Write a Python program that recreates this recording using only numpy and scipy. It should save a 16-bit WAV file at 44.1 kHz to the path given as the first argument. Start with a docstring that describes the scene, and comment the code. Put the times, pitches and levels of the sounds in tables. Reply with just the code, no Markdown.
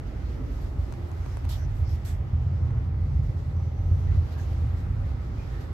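"""Inside a rolling passenger coach, on a hand-held phone with two microphone ports. From the start the
rails shake the floor: low cabin modes boom and wheels thud over a dull roar of wheels and ventilation
and a thin machine tone. In the first two seconds the phone turns about: its case ticks, cloth rustles
and swishes close by, trim squeaks. By 2.7 s it is at the wall, almost still, and the boom has grown.
Near 4 s comes the hardest jolt and the arm stirs again; after 5 s the phone draws away from the wall."""
import sys
import numpy as np
from scipy import signal
from scipy.fft import rfft, irfft, next_fast_len
from scipy.io import wavfile
from scipy.ndimage import uniform_filter1d

SR = 44100
rng = np.random.default_rng(int(sys.argv[2]) if len(sys.argv) > 2 else 0)


def bounce(signal):
    """Save signal as a 16-bit WAV file at the path given by the first command-line argument."""
    frames = np.transpose(np.atleast_2d(signal))
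    limited = np.clip(frames, -1, 1)
    pcm = np.round(limited * 32767).astype(np.int16)
    wavfile.write(sys.argv[1], SR, pcm)


N = 252687
T = np.arange(N) / SR
N_FFT = next_fast_len(N)
F = np.arange(N_FFT // 2 + 1) * SR / N_FFT + 1e-3

# the microphone's place in the cabin's standing waves: t/s, nearness to the wall/0-1
WALL_NEARNESS = [(0, 0.06), (.45, 0.32), (.7, 0), (1.5, 0.3), (2.1, 0.56), (2.65, 1), (2.95, 0.85),
                 (3.2, 1), (3.45, 0.89), (3.9, 0.84), (4.4, 0.77), (4.9, 0.79), (5.3, 0.38), (5.73, 0.24)]


def undb(db):
    """Decibels to amplitude."""
    return 10 ** (np.asarray(db) / 20)


def unit(x):
    """Scale to an RMS of 1."""
    return x / np.sqrt(np.mean(x ** 2))


def curves(table):
    """Columns of a table joined by straight lines in time."""
    times, *columns = np.transpose(table)
    return [np.interp(T, times, column) for column in columns]


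def over_hz(table, hz):
    """A table of f/Hz, value read on a log-frequency axis."""
    freqs, values = np.transpose(table)
    return np.interp(np.log(hz), np.log(freqs), values)


def walk(rate):
    """Random levels held for 1 / rate seconds and smoothed twice; RMS 1."""
    hold = int(SR / rate)
    steps = np.repeat(rng.standard_normal(N // hold + 1), hold)
    return unit(uniform_filter1d(uniform_filter1d(steps, hold), hold)[:N])


def diffuse(grit=0):
    """Spectra of a diffuse noise field at the two ports; grit makes single samples stand out."""
    # likeness of the ports, swinging between opposed and alike in the top treble: f/Hz, correlation
    likeness = [(150, .96), (290, .6), (640, .2), (1400, 0), (8000, .1), (9000, -.97), (10200, -.97),
                (11000, .98), (12700, .98), (13500, -.99), (15100, -.99), (15500, .1)]
    left, other = rfft(rng.standard_normal((2, N_FFT)) * undb(grit * rng.exponential(size=N_FFT)))
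    alike = over_hz(likeness, F)
    return np.array([left, alike * left + np.sqrt(1 - alike ** 2) * other])


def ring(spectrum, hz, width):
    """Noise through one resonance, applied twice for steep skirts."""
    return unit(irfft(spectrum / (1 + 1j * (F - hz ** 2 / F) / width) ** 2, N_FFT)[..., :N])


def bands(colour, gain_db, grit=0):
    """Coloured noise in half-octave bands; gain_db(hz) gives each band its own level in time."""
    low_hz, high_hz = colour[0][0] / 2, colour[-1][0]
    spectrum = diffuse(grit) * undb(over_hz(colour, F)) * (F > low_hz)
    rms = np.sqrt(np.mean(irfft(spectrum[0], N_FFT) ** 2))
    out = 0
    for step in range(int(2 * np.log2(low_hz)), int(2 * np.log2(high_hz)) + 2):
        window = np.clip(1 - np.abs(2 * np.log2(F) - step), 0, 1)
        out = out + undb(gain_db(2 ** (step / 2))) * irfft(spectrum * window, N_FFT)[:, :N]
    return out / rms


def machine_tone(hz=777.8):
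    """Far back, the thin tone of some machine on board; its level wavers differently at each port."""
    # course of the tone: t/s, level/dB
    levels = [(0, -72), (.7, -68), (1, -58), (1.35, -67), (1.7, -62), (3.5, -64), (4.3, -61), (5, -63),
              (5.73, -61.5)]
    level_db, = curves(levels)
    phase = 2 * np.pi * np.cumsum(hz + .5 * walk(1.97)) / SR
    return np.array([undb(level_db + 3 * walk(6)) * np.sin(phase + .6 * walk(0.97)) for _ in range(2)])


def roar():
    """Wheels and ventilation all around: dull noise in drifting bands, coloured by the near wall."""
    # course of the roar: t/s, level/dB, tilt about 500 Hz/(dB per octave)
    course = [(0, -44.5, -0.5), (.42, -44, -0.5), (.7, -45.5, -0.5), (1.2, -46, 0.5), (1.8, -47, 1.5),
              (2.2, -45.5, -0.1), (3.2, -46, -0.5), (4, -44.5, -0.2), (4.5, -44.5, .5), (5, -45, 0),
              (5.73, -44.5, -0.8)]
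    # spectrum of the roar: f/Hz, relative level/dB
    colour = [(94, -37), (160, -14.5), (270, -13.5), (303, -16), (357, -16.5), (654, -23), (698, -26.5),
              (796, -24.5), (1000, -27.5), (1280, -27), (1430, -29), (8000, -65), (10400, -93.5),
              (17600, -120)]
    # change with the microphone at the wall: f/Hz, gain/dB
    wall_colour = [(150, 11.5), (220, -1), (400, -4), (650, 2), (1600, -3.5), (3000, -0.5)]
    # narrow rings that waver inside the roar: f/Hz, width/Hz, level/dB
    whines = [(255, 40, -57), (345, 23.5, -57.5), (840, 180, -69.5), (1284, 87, -67), (2020, 380, -68)]
    level_db, tilt_db = curves(course)
    near, = curves(WALL_NEARNESS)

    def band_db(hz):
        wall_db = near * over_hz(wall_colour, hz)
        return level_db + tilt_db * np.log2(hz / 500) + wall_db + walk(2.03) + 0.95 * walk(12)

    wide = bands(colour, band_db)
    return wide + sum(undb(db + 1.2 * walk(6)) * ring(diffuse(), hz, width) for hz, width, db in whines)


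def cloth_rustle(rest_db=-67, motion_db=7.5):
    """Fibres slip in dense grains close to the microphone, louder and brighter as the arm moves."""
    # movement of the arm: t/s, motion/0-1
    arm_motion = [(0, 0.43), (.8, 0.66), (1.39, 0.92), (1.7, 0.5), (2.05, 0.4), (2.3, 0.04), (3.8, 0.13),
                  (4.05, 0.7), (4.5, 0.8), (4.95, 0.44), (5.2, 0.42), (5.5, 0.97), (5.73, 0.4)]
    # spectrum of the slipping fibres: f/Hz, relative level/dB
    colour = [(1000, -18.5), (1800, 6), (3500, -1.5), (6000, -6.5), (8500, -8), (10300, -11),
              (11800, -10.5), (14000, -14.5), (16500, -16)]
    motion, = curves(arm_motion)
    level_db = rest_db + motion_db * motion + walk(24.86)  # all bands jump together
    top_db = -2.5 + 3 * motion
    return bands(colour, lambda hz: level_db + top_db * (hz > 8000) + 1.3 * walk(6), grit=0.9)


def trim_squeaks():
    """Seat and trim rub briefly: noise in one resonance swells, flickers and dies."""
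    # faint squeaks, thin hisses, rasps and a groan: t/s, length/s, f/Hz, width/Hz, level/dB
    rubs = [(0.233, .08, 4200, 550, -68), (0.374, 0.16, 262, 40, -42.5), (1.188, 0.16, 6380, 450, -73),
            (1.27, .16, 5350, 900, -73), (1.484, 0.092, 3400, 900, -54), (1.544, 0.12, 5900, 900, -65),
            (1.565, 0.084, 1570, 300, -55.5), (1.84, 0.14, 5200, 1200, -65.5),
            (2.05, .085, 3300, 1500, -61), (2.058, 0.082, 1680, 900, -56), (3.53, .2, 5950, 450, -78),
            (3.7, .52, 6030, 430, -75.5), (4.06, 0.12, 1880, 500, -59), (4.109, 0.056, 1200, 600, -51.5),
            (4.31, 0.042, 4200, 900, -70), (4.36, 0.056, 1670, 160, -55.5), (4.376, 0.091, 6440, 1000, -69),
            (5.36, 0.099, 2440, 200, -63.5), (5.458, 0.22, 1790, 350, -59.5),
            (5.478, 0.079, 3730, 300, -70)]
    friction = diffuse(grit=0.65)
    flicker_db = 1.6 * walk(30)
    out = np.zeros((2, N))
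    for start, length, hz, width, db in rubs:
        swell = np.sqrt(np.sin(np.pi * np.clip((T - start) / length, 0, 1)).clip(0))
        out += swell * ring(friction, hz, width) * undb(db + flicker_db)
    return out


def sleeve_swishes(brisk_db=-58, fade_db_per_s=224):
    """A sleeve slides past the microphone: bright noise opens fast, holds and fades."""
    # strokes of the sleeve: t/s, level/dB, hold/s, gain above 8 kHz/dB
    strokes = [(0.058, -60.5, .015, -11), (0.277, -70, 0.018, -3), (0.51, -66, 0.034, 0),
               (0.595, -62.5, 0.049, -3.5), (1.057, -74, 0.016, 11), (1.487, -48, 0.042, -2),
               (1.733, -69, 0.078, 3.5), (1.875, -64.5, 0.081, -0.5), (2.046, -53, 0.044, 2.5),
               (3.216, -65.5, 0.046, -4.5), (3.355, -65, 0.047, -7), (4.12, -64, .02, -24),
               (4.314, -59.5, 0.014, -7), (4.373, -62, 0.049, -4), (4.49, -71, 0.016, 1),
               (4.757, -63, 0.045, -3), (5.4, -67, 0.032, -8), (5.51, -72, .02, -5),
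               (5.597, -59.5, 0.018, -5)]
    # spectrum of the sliding cloth: f/Hz, relative level/dB
    colour = [(1200, -2), (2500, -5.5), (3500, -2), (6000, -6.5), (8300, -3), (10200, -13), (11700, -4),
              (12700, -5.5), (13500, -10.5), (16500, -17.5)]
    body, top = np.full((2, N), 1e-6)
    for start, db, hold, top_db in strokes:
        rise_s = .005 + .002 * max(brisk_db - db, 0)  # soft strokes open more slowly
        fade_db = fade_db_per_s * np.clip(T - start - hold, 0, None)
        envelope = np.clip((T - start) / rise_s, 0, 1) * undb(db - fade_db)
        body += envelope
        top += envelope * undb(top_db)
    return bands(colour, lambda hz: 20 * np.log10(top if hz > 8000 else body) + 1.6 * walk(17), grit=1.4)


def case_ticks(rattle_db=-19, rattle_t60_s=.03, snap_rise_s=.00015):
    """Right at the microphone, a snap rings the phone's case, buzzes loose parts and sends a flex wave."""
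    # ticks: t/s, snap drive/dB, gain of modes above 8 kHz/dB, flex level/dB, snap left minus right/dB
    ticks = [(.5165, -47, 3, -55, 8), (.522, -49, 2, -55, 10), (0.907, -45, -8, -51, 16),
             (0.9244, -25.5, -1, -40, 14), (0.9385, -33, -14, -40, 16), (1.1162, -30.5, -9, -40, 15),
             (1.262, -31, -8, -39, 15), (1.3710, -27.5, 0, -34.5, 20), (1.446, -31, -12, -46, 16),
             (1.4520, -29, -2.5, -39, 16), (2.707, -41, -7, -41, 8)]
    # modes of the case: f/Hz, relative level/dB, t60/s
    modes = [(1000, 2, 0.0074), (1490, -1, 0.0036), (2320, 4, 0.0026), (3940, 6, 0.0018),
             (5960, -0.5, 0.003), (8400, -4, 0.005), (9200, -7, .004), (12500, -11, .002)]
    t = np.arange(SR // 30) / SR
    # the bending wave arrives treble first: its pitch falls as start_hz / (1 + t / glide_s)
    start_hz, glide_s, flex_s = 1000, .0015, .011
    flex_phase = 2 * np.pi * start_hz * glide_s * np.log(1 + t / glide_s)
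    flex = np.cos(flex_phase) * np.exp(-(t / flex_s) ** 2) * np.clip(t * 5000, 0, 1)
    lag = SR // 2500
    scatters = rng.standard_normal((len(ticks), len(modes)))
    rattles = rng.standard_normal((len(ticks), len(t))) * undb(rattle_db - 60 * t / rattle_t60_s)
    out = np.zeros((2, N))
    for (start, snap_db, hard_db, flex_db, pan_db), scatter, rattle in zip(ticks, scatters, rattles):
        ringing = 0
        for (hz, db, t60), stray in zip(modes, scatter):
            decay = undb(db + hard_db * (hz > 8000) + 2.2 * stray - 60 * t / t60)
            ringing = ringing + decay * np.sin(2 * np.pi * hz * (1 + 0.041 * stray) * t)
        snap = undb(snap_db) * (ringing + rattle) * np.clip(t / snap_rise_s, 0, 1) / 3
        i = int(start * SR)
        out[0, i:i + len(t)] += snap + undb(flex_db) * flex
        out[1, i:i + len(t)] += undb(-pan_db) * snap
        # the wave reaches the right port later and pushes it the opposite way
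        out[1, i + lag:i + lag + len(t)] -= undb(flex_db + 1.5) * flex
    return out


def wheel_thuds(rise_s=.008, t60_s=.15, pan_db=-1.3):
    """Underfoot, a wheel meets a rail joint: the floor gives a short, heavily damped knock."""
    # knocks at the joints: t/s, level/dB, f/Hz
    knocks = [(.786, -17, 80), (.998, -22, 80), (1.196, -23, 70), (1.8, -18, 75.6), (2.044, -22.5, 93),
              (2.33, -17.5, 88), (2.7, -18.5, 96), (2.981, -15.5, 84.5), (3.357, -22, 89.4),
              (3.563, -20.5, 82.6), (3.911, -16, 70.6), (4.078, -12, 72.7), (4.125, -16, 75),
              (4.17, -14, 79.6), (4.36, -20, 85.7), (4.59, -19, 100), (4.865, -21, 70)]
    out, t = np.zeros(N), np.arange(SR // 5) / SR
    for start, db, hz in knocks:
        envelope = undb(db - 60 * t / t60_s) * np.clip(t / rise_s, 0, 1)
        i = int(start * SR)
        out[i:i + len(t)] -= envelope * np.sin(2 * np.pi * hz * t)
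    return out * undb(np.array([[pan_db], [-pan_db]]) / 2)


def cabin_boom(jolt_rise_s=0.026, jolt_fall_s=0.065, side_db=-21):
    """Rail roughness drives the modes of the cabin air; the higher ones are louder near the wall."""
    # cabin modes in three groups: f/Hz, width/Hz, level within the group/dB
    low = [(24, 10, -20), (34, 12, -20), (46, 9.2, -3.5), (61.54, 13.9, -1)]
    middle = [(81.7, 13.9, 4.5), (101.56, 11.9, -1.5)]
    upper = [(121.96, 11.2, 3.5), (142, 9.1, -1.5), (167.4, 20, -12.5)]
    # low, middle and upper group: level away from the wall/dB, gain at the wall/dB, share of a jolt/0-1
    groups = [(-32, -3.5, 1), (-35, 6.5, 0.82), (-44, 10, 0.58)]
    # jolts from the track swell the boom, lulls thin it: t/s, gain/dB, length/s
    jolts = [(0.768, 3.5, 0.035), (0.854, 4, .035), (0.964, 3, 0.031), (.37, 3, .06), (1.17, 1, 0.04),
             (1.52, 2, 0.021), (1.627, 7, 0.1), (1.787, 4.5, 0.096), (1.907, 4, 0.036), (1.975, -6, .035),
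             (2.324, 2.5, 0.031), (2.445, 4, 0.022), (2.593, 3, 0.06), (2.69, 3.5, 0.066),
             (2.977, 2, 0.024), (3.097, 3.5, 0.093), (3.171, 2.5, 0.046), (3.247, 6.5, 0.015),
             (3.3, -6, .04), (3.44, -1, 0.036), (3.7, -4, .03), (3.544, 2.5, 0.023), (3.802, 4.5, 0.13),
             (3.901, 5.5, 0.08), (4.049, 9.5, 0.077), (4.137, 7, 0.07), (4.275, -5, .05), (4.462, 4, 0.035),
             (4.586, 4.5, 0.074), (4.71, 4, .04), (4.844, 2, 0.21), (5.55, 3.5, 0.039)]
    near, = curves(WALL_NEARNESS)
    jolt_db = 0
    for start, db, length in jolts:
        rise, fall = (T - start) / jolt_rise_s, 1 - (T - start - length) / jolt_fall_s
        jolt_db = jolt_db + db * np.clip(np.minimum(rise, fall), 0, 1)
    side_gain = undb(side_db) * np.array([[1], [-1]])  # both ports hear nearly the same pressure
    out = 0
    for modes, (far_db, wall_db, share) in zip((low, middle, upper), groups):
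        pressure = 0
        for hz, width, db in modes:
            mid, side = ring(rfft(rng.standard_normal((2, N_FFT))), hz, width)
            # a steady shaking: the mode's own swells are partly evened out
            steady = (uniform_filter1d(mid ** 2, int(SR * .06)) + 0.078) ** -.15
            pressure = pressure + undb(db) * steady * (mid + side_gain * side)
        level_db = far_db + wall_db * near + share * jolt_db + 1.32 * walk(3.3)
        out = out + undb(level_db) * unit(pressure)
    pan_db = -2.5 + 1.4 * near  # left minus right
    return out * undb(np.array([pan_db, -pan_db]) / 2)


def scene():
    """The coach and the handling noise as they reach the left and right port."""
    # a small cavity at the right port lifts the lower treble: f/Hz, gain/dB
    port_cavity = [(1500, 0.5), (3400, 3), (5500, 6.5), (6600, 4), (7500, 1)]
    air = roar() + cloth_rustle() + sleeve_swishes() + trim_squeaks()
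    air[1] = irfft(rfft(air[1], N_FFT) * undb(over_hz(port_cavity, F)), N_FFT)[:N]
    return cabin_boom() + wheel_thuds() + machine_tone() + air + case_ticks()


def record(dry):
    """The phone cuts the top treble steeply."""
    cutoff_hz = 15600
    return signal.sosfilt(signal.ellip(10, .2, 80, cutoff_hz, fs=SR, output="sos"), dry)


dry = scene()
out = record(dry)
bounce(out)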